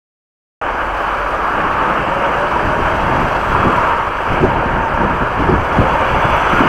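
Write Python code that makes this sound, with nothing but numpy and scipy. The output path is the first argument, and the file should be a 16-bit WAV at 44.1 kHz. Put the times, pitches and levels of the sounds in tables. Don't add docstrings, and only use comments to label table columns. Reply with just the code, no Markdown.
import sys
import numpy as np
from scipy import signal
from scipy.io import wavfile
from scipy.ndimage import uniform_filter1d, minimum_filter1d

SR = 44100
rng = np.random.default_rng(int(sys.argv[2]) if len(sys.argv) > 2 else 0)


def gain_from_db(level_db):
    decades = np.asarray(level_db, float) / 20
    return 10 ** decades


def output_pcm(signal):
    pcm = np.clip(np.atleast_2d(signal).T, -1, 1) * 32767
    wavfile.write(sys.argv[1], SR, np.round(pcm).astype(np.int16))


N = 294588

# time in seconds, loudness in dB as distance and throttle change,
# how far the cab faces the car (0-1).
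LORRY = [(.62, -18.5, 0.04), (.92, -19.5, 0.36), (1.5, -19, .2), (1.85, -18, 0.4), (2.15, -17.5, 0.29),
         (2.9, -16.5, 0.27), (3.2, -16.5, .3), (3.57, -17, 0.42), (3.88, -17, 0.46), (3.95, -18, 0.2),
         (4.16, -20.5, 0.62), (4.33, -17.5, 0.56), (4.62, -17.5, 0.13), (5.1, -17.5, 0.03),
         (5.58, -16.5, 0.08), (5.85, -15, 0.22), (6.3, -16.5, 0.92), (6.68, -14, 0.8)]


def evened(x):
    return x / np.sqrt(np.mean(x ** 2) + 1e-20)


def read(points, hz):
    f, value = np.transpose(points)
    return np.interp(np.log(hz + 1), np.log(f + 1), value)


def columns(rows, t):
    s, *rest = np.transpose(rows)
    return [np.interp(t, s, c) for c in rest]


def span(rows):
    return np.arange(rows[0][0], rows[-1][0], 1 / SR)


def add(mix, s, sound):
    part = mix[round(s * SR):][:len(sound)]
    part += sound[:len(part)]


def swells(rows, t):
    return sum(gain_from_db(2 * db) * np.exp(-((t - s) / half) ** 2) for s, half, db in rows)


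def wander(size):
    return evened(uniform_filter1d(uniform_filter1d(rng.standard_normal(N), size=size), size=size))


def resonate(x, hz, width_hz):
    turn = np.exp(2j * np.pi * np.cumsum(hz * np.ones(len(x))) / SR)
    r = np.exp(-np.pi * width_hz / SR)
    low = x / turn
    for _ in range(2):
        low = signal.lfilter([1 - r], [1, -r], low)
    return 2 * (turn * low).real


def noise(field_db, size, patchy_db, flicker_db):
    hop = size // 4
    frames, hz = N // hop + 5, np.fft.rfftfreq(size, 1 / SR)
    a, b, patches = rng.standard_normal((frames, len(hz), 3)).T
    patches = evened(uniform_filter1d(uniform_filter1d(patches, size=10, axis=0), size=16, axis=1))
    flicker = evened(uniform_filter1d(rng.standard_normal(frames), size=5))
    db = field_db(np.arange(frames) * hop / SR, hz[:, None])
    db = db + patchy_db * patches + flicker_db * flicker
    return signal.istft((a + 1j * b) * gain_from_db(db), nperseg=size, noverlap=size - hop)[1][:N]


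def tone(t, hz, db, width_hz, clean):
    sine = np.sqrt(2) * np.sin(2 * np.pi * np.cumsum(hz) / SR)
    fuzz = evened(resonate(rng.standard_normal(len(t)), hz, width_hz))
    blend = clean * sine + np.sqrt(1 - clean ** 2) * fuzz
    return gain_from_db(db) * blend * signal.windows.tukey(len(t), .15)


def tread_hum(t):
    # middle in seconds, half length in seconds, level in dB against the broad roar.
    hum_swells = [(1.1, 0.18, -4), (1.45, 0.13, -1.5), (1.8, .15, 0), (2.3, 0.12, -9.5), (3.8, 0.32, -1),
                  (6.52, 0.12, -3.5)]
    between_db, rough_db = -14.5, 1.6
    hum = evened(resonate(rng.standard_normal(N), 1197, width_hz=484))
    hum *= np.sqrt(gain_from_db(2 * between_db) + swells(hum_swells, t))
    return hum * gain_from_db(rough_db * wander(size=500))


def body_rings(t):
    # pitch in Hz, width in Hz, strength in dB ahead of the swells.
    hollows = [(596, 122, -9), (935.8, 87, -2)]
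    # middle in seconds, half length in seconds, gain in dB on those strengths.
    ring_swells = [(1.9, 0.11, -19), (2.35, 0.51, -12), (3.1, .2, -5), (3.8, 0.5, -4.5), (4.8, 0.38, -5),
                   (5.95, 0.15, -7), (6.35, 0.11, -2)]
    between_db, wander_db = -9, 2
    drift = 1 + .015 * evened(uniform_filter1d(rng.standard_normal(N), size=20000))
    rings = np.zeros(N)
    for hz, width_hz, db in hollows:
        rings += gain_from_db(db) * evened(resonate(rng.standard_normal(N), hz * drift, width_hz))
    rings *= np.sqrt(gain_from_db(2 * between_db) + swells(ring_swells, t))
    return rings * gain_from_db(wander_db * wander(size=2500))


def roar():
    # frequency in Hz, relative density in dB per Hz.
    spectrum = [(20, -23), (54, 4.5), (90, -16), (221, -14.5), (341, -5.5), (475, -4), (590, -1.5),
                (760, -1.5), (1120, 0), (1650, -3.5), (1950, -14), (2200, -10.5), (2880, -14.5),
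                (3350, -24), (3500, -36), (3700, -46), (8000, -100)]
    facing_db = 7

    def field_db(t, hz):
        upper = np.clip(np.log2(hz / 1880 + 1e-9) * 6, 0, 1)
        return read(spectrum, hz) + upper * (facing_db * columns(LORRY, t)[1] - 3)

    t = np.arange(N) / SR
    broad = evened(noise(field_db, size=1024, patchy_db=0.5, flicker_db=0.79))
    return gain_from_db(columns(LORRY, t)[0]) * (broad + tread_hum(t) + body_rings(t))


def rattle(t):
    per_s = 6
    sizes = gain_from_db(4.0 * np.minimum(rng.exponential(1, N), 4))
    hits = sizes * (rng.random(N) < per_s / SR)
    bursts = signal.oaconvolve(hits, np.exp(-t[:800] / .004))[:N] * rng.standard_normal(N)
    return gain_from_db(-2) * resonate(bursts, 12300, width_hz=2500)


def hiss():
    # frequency in Hz, relative density in dB per Hz.
    spectrum = [(2800, -25), (3500, 1), (4000, -1), (4900, 1.5), (5200, -5.5), (5900, -1), (7150, -10.5),
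                (7700, -4.5), (8600, -17.5), (9450, -6.5), (10100, -17.5), (10600, -13.5), (11200, -22),
                (11800, -9), (13000, -18), (13600, -23), (14900, -24), (15800, -35)]
    # time in seconds, dB more hiss as the engine works.
    throttle = [(.62, -2.5), (.95, 1), (1.4, 0.5), (1.8, -1.5), (2.5, -0.2), (3.2, 1), (4.2, -0.5),
                (4.65, -2.5), (5.5, -1), (6.68, -1)]
    under_roar_db, toward_db = -29.5, 3
    tilt_db, knocks_per_s = 2, 24.5

    def field_db(t, hz):
        tilt = tilt_db * (columns(LORRY, t)[1] - .3) * np.log2(hz / 4500 + .01)
        return read(spectrum, hz) + tilt

    t = np.arange(N) / SR
    wobble = evened(uniform_filter1d(rng.standard_normal(N), size=8000))
    phase = np.cumsum(knocks_per_s * (1 + .02 * wobble)) / SR % 1
    knock = 1 + .22 * np.exp(-phase / .2)
    air = noise(field_db, size=512, patchy_db=1.3, flicker_db=.7)
    lorry_db, facing = columns(LORRY, t)
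    level_db = lorry_db + under_roar_db + toward_db * facing + columns(throttle, t)[0]
    return gain_from_db(level_db) * (evened(air * knock) + rattle(t))


def exhaust():
    # time in seconds, pitch in Hz, level in dB.
    stretches = [
        [(.62, 41.5, -31), (.8, 43, -33), (.93, 46.4, -27), (1.1, 47.7, -29), (1.25, 47.7, -29),
         (1.43, 47.8, -30), (1.6, 45, -40)],
        [(4.3, 47.7, -33), (4.6, 47.7, -33), (4.9, 47.7, -33), (5.15, 50, -33), (5.4, 50.7, -33),
         (5.9, 55, -33), (6.3, 53, -35), (6.68, 50, -35)],
    ]
    out = np.zeros(N)
    for rows in stretches:
        t = span(rows)
        add(out, t[0], tone(t, *columns(rows, t), width_hz=6, clean=.93))
    return out


def eddies(low_hz, top_hz):
    def field_db(t, hz):
        rise = (hz / low_hz) ** 3
        return 10 * np.log10(rise / (1 + rise) / (1 + (hz / top_hz) ** 5) + 1e-14) + 0 * t

    air = noise(field_db, size=2048, patchy_db=1.0, flicker_db=4.5)
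    slow_power = uniform_filter1d(uniform_filter1d(air ** 2, size=2000), size=2000)
    return air / np.sqrt(slow_power + 1e-20)


def breeze():
    # time in seconds, level in dB, lean in dB (added to fast eddies, taken from slow ones).
    steady = [(.62, -39, 0.5), (1.2, -39.5, 1.5), (1.6, -33, 6), (2.45, -31.5, 4), (2.9, -25, -2.5),
              (3.7, -32, 1.), (3.9, -33, -3), (4.25, -36, -2.), (4.4, -35, 6), (5.3, -30.5, -4),
              (6.1, -28.5, -0.5), (6.68, -30, 0.)]
    # middle in seconds, half length in seconds, strength in dB, lean in dB as above.
    gusts = [(2.68, 0.031, -22, -3), (2.795, 0.046, -21, 0), (3.107, 0.049, -22.5, 1),
             (3.22, 0.034, -20.5, 2), (3.556, 0.056, -21.5, -3.5), (3.674, 0.047, -20, 3),
             (3.777, 0.026, -23, -2), (4.33, .03, -19, -1), (4.452, 0.041, -15.5, 2.5),
             (4.576, 0.038, -22.5, -1.5), (4.668, 0.012, -23.5, 5.5), (4.76, 0.057, -22, -2.5),
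             (4.97, 0.036, -28, -8), (5.037, 0.044, -27.5, 10.5), (5.13, 0.033, -23, -0.5),
             (5.223, 0.012, -20, 4.5), (5.414, 0.028, -17.5, 1), (5.514, .04, -18.5, 4.5),
             (5.576, 0.054, -25, -6.5), (5.804, 0.041, -18.5, 3), (6.153, 0.026, -26.5, -8.5),
             (6.266, .02, -27, 3), (6.335, .06, -27.5, -7.5), (6.545, 0.012, -15, 1.5),
             (6.63, 0.034, -22, 7)]
    t = np.arange(N) / SR
    out = np.zeros(N)
    level_db, lean_db = columns(steady, t)
    for low_hz, top_hz, sign in ((12, 122, -1), (112, 365, 1)):
        breeze_db = level_db + sign * lean_db + 2 * wander(size=1500)
        leaning = [(s, half, db + sign * gust_lean_db) for s, half, db, gust_lean_db in gusts]
        out += np.sqrt(gain_from_db(2 * breeze_db) + swells(leaning, t)) * eddies(low_hz, top_hz)
    return out


def whines():
    # start in seconds, length in seconds, start pitch in Hz, glide in Hz, level in dB at the top.
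    rows = [(.75, .5, 2960, 60, -42), (.75, .4, 10550, 30, -66), (1.55, .6, 3500, 290, -56),
            (5.45, .65, 3290, 100, -47), (5.8, 1., 3400, -8, -43), (6.4, .5, 3480, 40, -51),
            (6., .9, 6045, 40, -51.5), (6.15, .7, 7700, 0, -61), (.75, .8, 575, 10, -33.5),
            (5.6, .7, 520, 10, -26), (6.35, .45, 1410, 30, -24), (6.2, .25, 1220, 10, -26),
            (2.55, .35, 1570, 10, -29), (1.15, .3, 11680, 20, -68)]
    out = np.zeros(N)
    for s, length, hz, glide_hz, db in rows:
        t = np.arange(0, length, 1 / SR)
        swell = np.sin(np.linspace(0, np.pi, len(t)))
        width_hz = .65 * np.sqrt(hz)
        add(out, s, swell * tone(t, hz + glide_hz * t / length, db, width_hz, clean=.58))
    return out


def turbo():
    # time in seconds, pitch in Hz, level in dB.
    rows = [(1.5, 6900, -71), (2, 7650, -67), (2.4, 8250, -63), (2.8, 8650, -67), (3.1, 8600, -75),
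            (3.4, 8150, -65), (3.7, 7600, -61), (4.05, 7480, -63)]
    t = span(rows)
    out = np.zeros(N)
    add(out, t[0], tone(t, *columns(rows, t), width_hz=80, clean=.35))
    return out


def gears():
    # time in seconds, tooth rate in Hz, its level in dB, level of the fifth multiple in dB.
    rows = [(1.7, 490, -38, -48), (1.88, 510, -29.5, -45), (2.2, 556, -28, -41), (2.5, 592, -27.5, -42),
            (2.7, 612, -32, -46), (3.05, 657, -33, -46), (3.4, 660, -42, -47), (3.6, 658, -44, -45),
            (3.9, 657, -46, -54)]
    t = span(rows)
    hz, db, fifth_db = columns(rows, t)
    teeth = tone(t, hz, db, width_hz=16, clean=.72)
    fifth = tone(t, 5 * hz, fifth_db, width_hz=45, clean=.4)
    out = np.zeros(N)
    add(out, t[0], teeth + fifth)
    return out


def tick():
    # start in seconds, strength in dB ahead of the onset, pitch in Hz, time to fall 60 dB in seconds.
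    rows = [(3.5497, 4, 1030, .012)]
    out = np.zeros(N)
    t = np.arange(2000) / SR
    for s, db, hz, t60 in rows:
        onset = 1 - np.exp(-t / .0004)
        add(out, s, gain_from_db(db - 60 * t / t60) * np.sin(2 * np.pi * hz * t) * onset)
    return out


def buffets():
    # time in seconds (the burst starts 4 ms sooner), strength in dB (the peak lies 5.5 dB lower),
    # centre in Hz, length in seconds (200 samples at least).
    rows = [(3.644, 1, 185, 0.062), (3.693, -4, 300, 0.025), (4.316, -8, 66.6, 0.023),
            (4.43, 8.5, 356, 0.037), (4.452, -15, 254, 0.041), (5.41, -7, 180, 0.025),
            (5.491, 2, 280, 0.019), (5.521, 2, 264, 0.04), (5.78, 2, 192, 0.022), (5.792, 1, 126.6, 0.03),
            (6.131, -13, 60.4, 0.03), (6.248, -0.5, 100, 0.019), (6.532, -5, 201, 0.021),
            (6.607, 4, 238, 0.015), (6.644, -0.5, 235, 0.038)]
    out = np.zeros(N)
    for s, db, hz, length in rows:
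        size = max(round(length * SR), 200)
        puff = resonate(rng.standard_normal(6000), hz, width_hz=.9 * hz)
        puff = puff[2000:][:size]
        puff = puff * np.hanning(len(puff))
        add(out, s - .004, gain_from_db(db - 5.5) * puff / abs(puff).max())
    return out


def scene():
    start_s, fade_s = .6136, .0008
    on = np.clip((np.arange(N) / SR - start_s) / fade_s, 0, 1)
    lorry = roar() + hiss() + exhaust() + whines() + turbo() + gears()
    wind = breeze() + buffets()
    return ((lorry + wind + tick()) * on)[None]


def low_pass(x):
    return signal.sosfilt(signal.butter(12, 15720, fs=SR, output="sos"), x)


def record(dry):
    ceiling = .96
    gain = minimum_filter1d(ceiling / np.maximum(abs(dry), ceiling), size=160)
    limited = dry * uniform_filter1d(gain, size=160)
    return low_pass(limited)


dry = scene()
out = record(dry)
output_pcm(out)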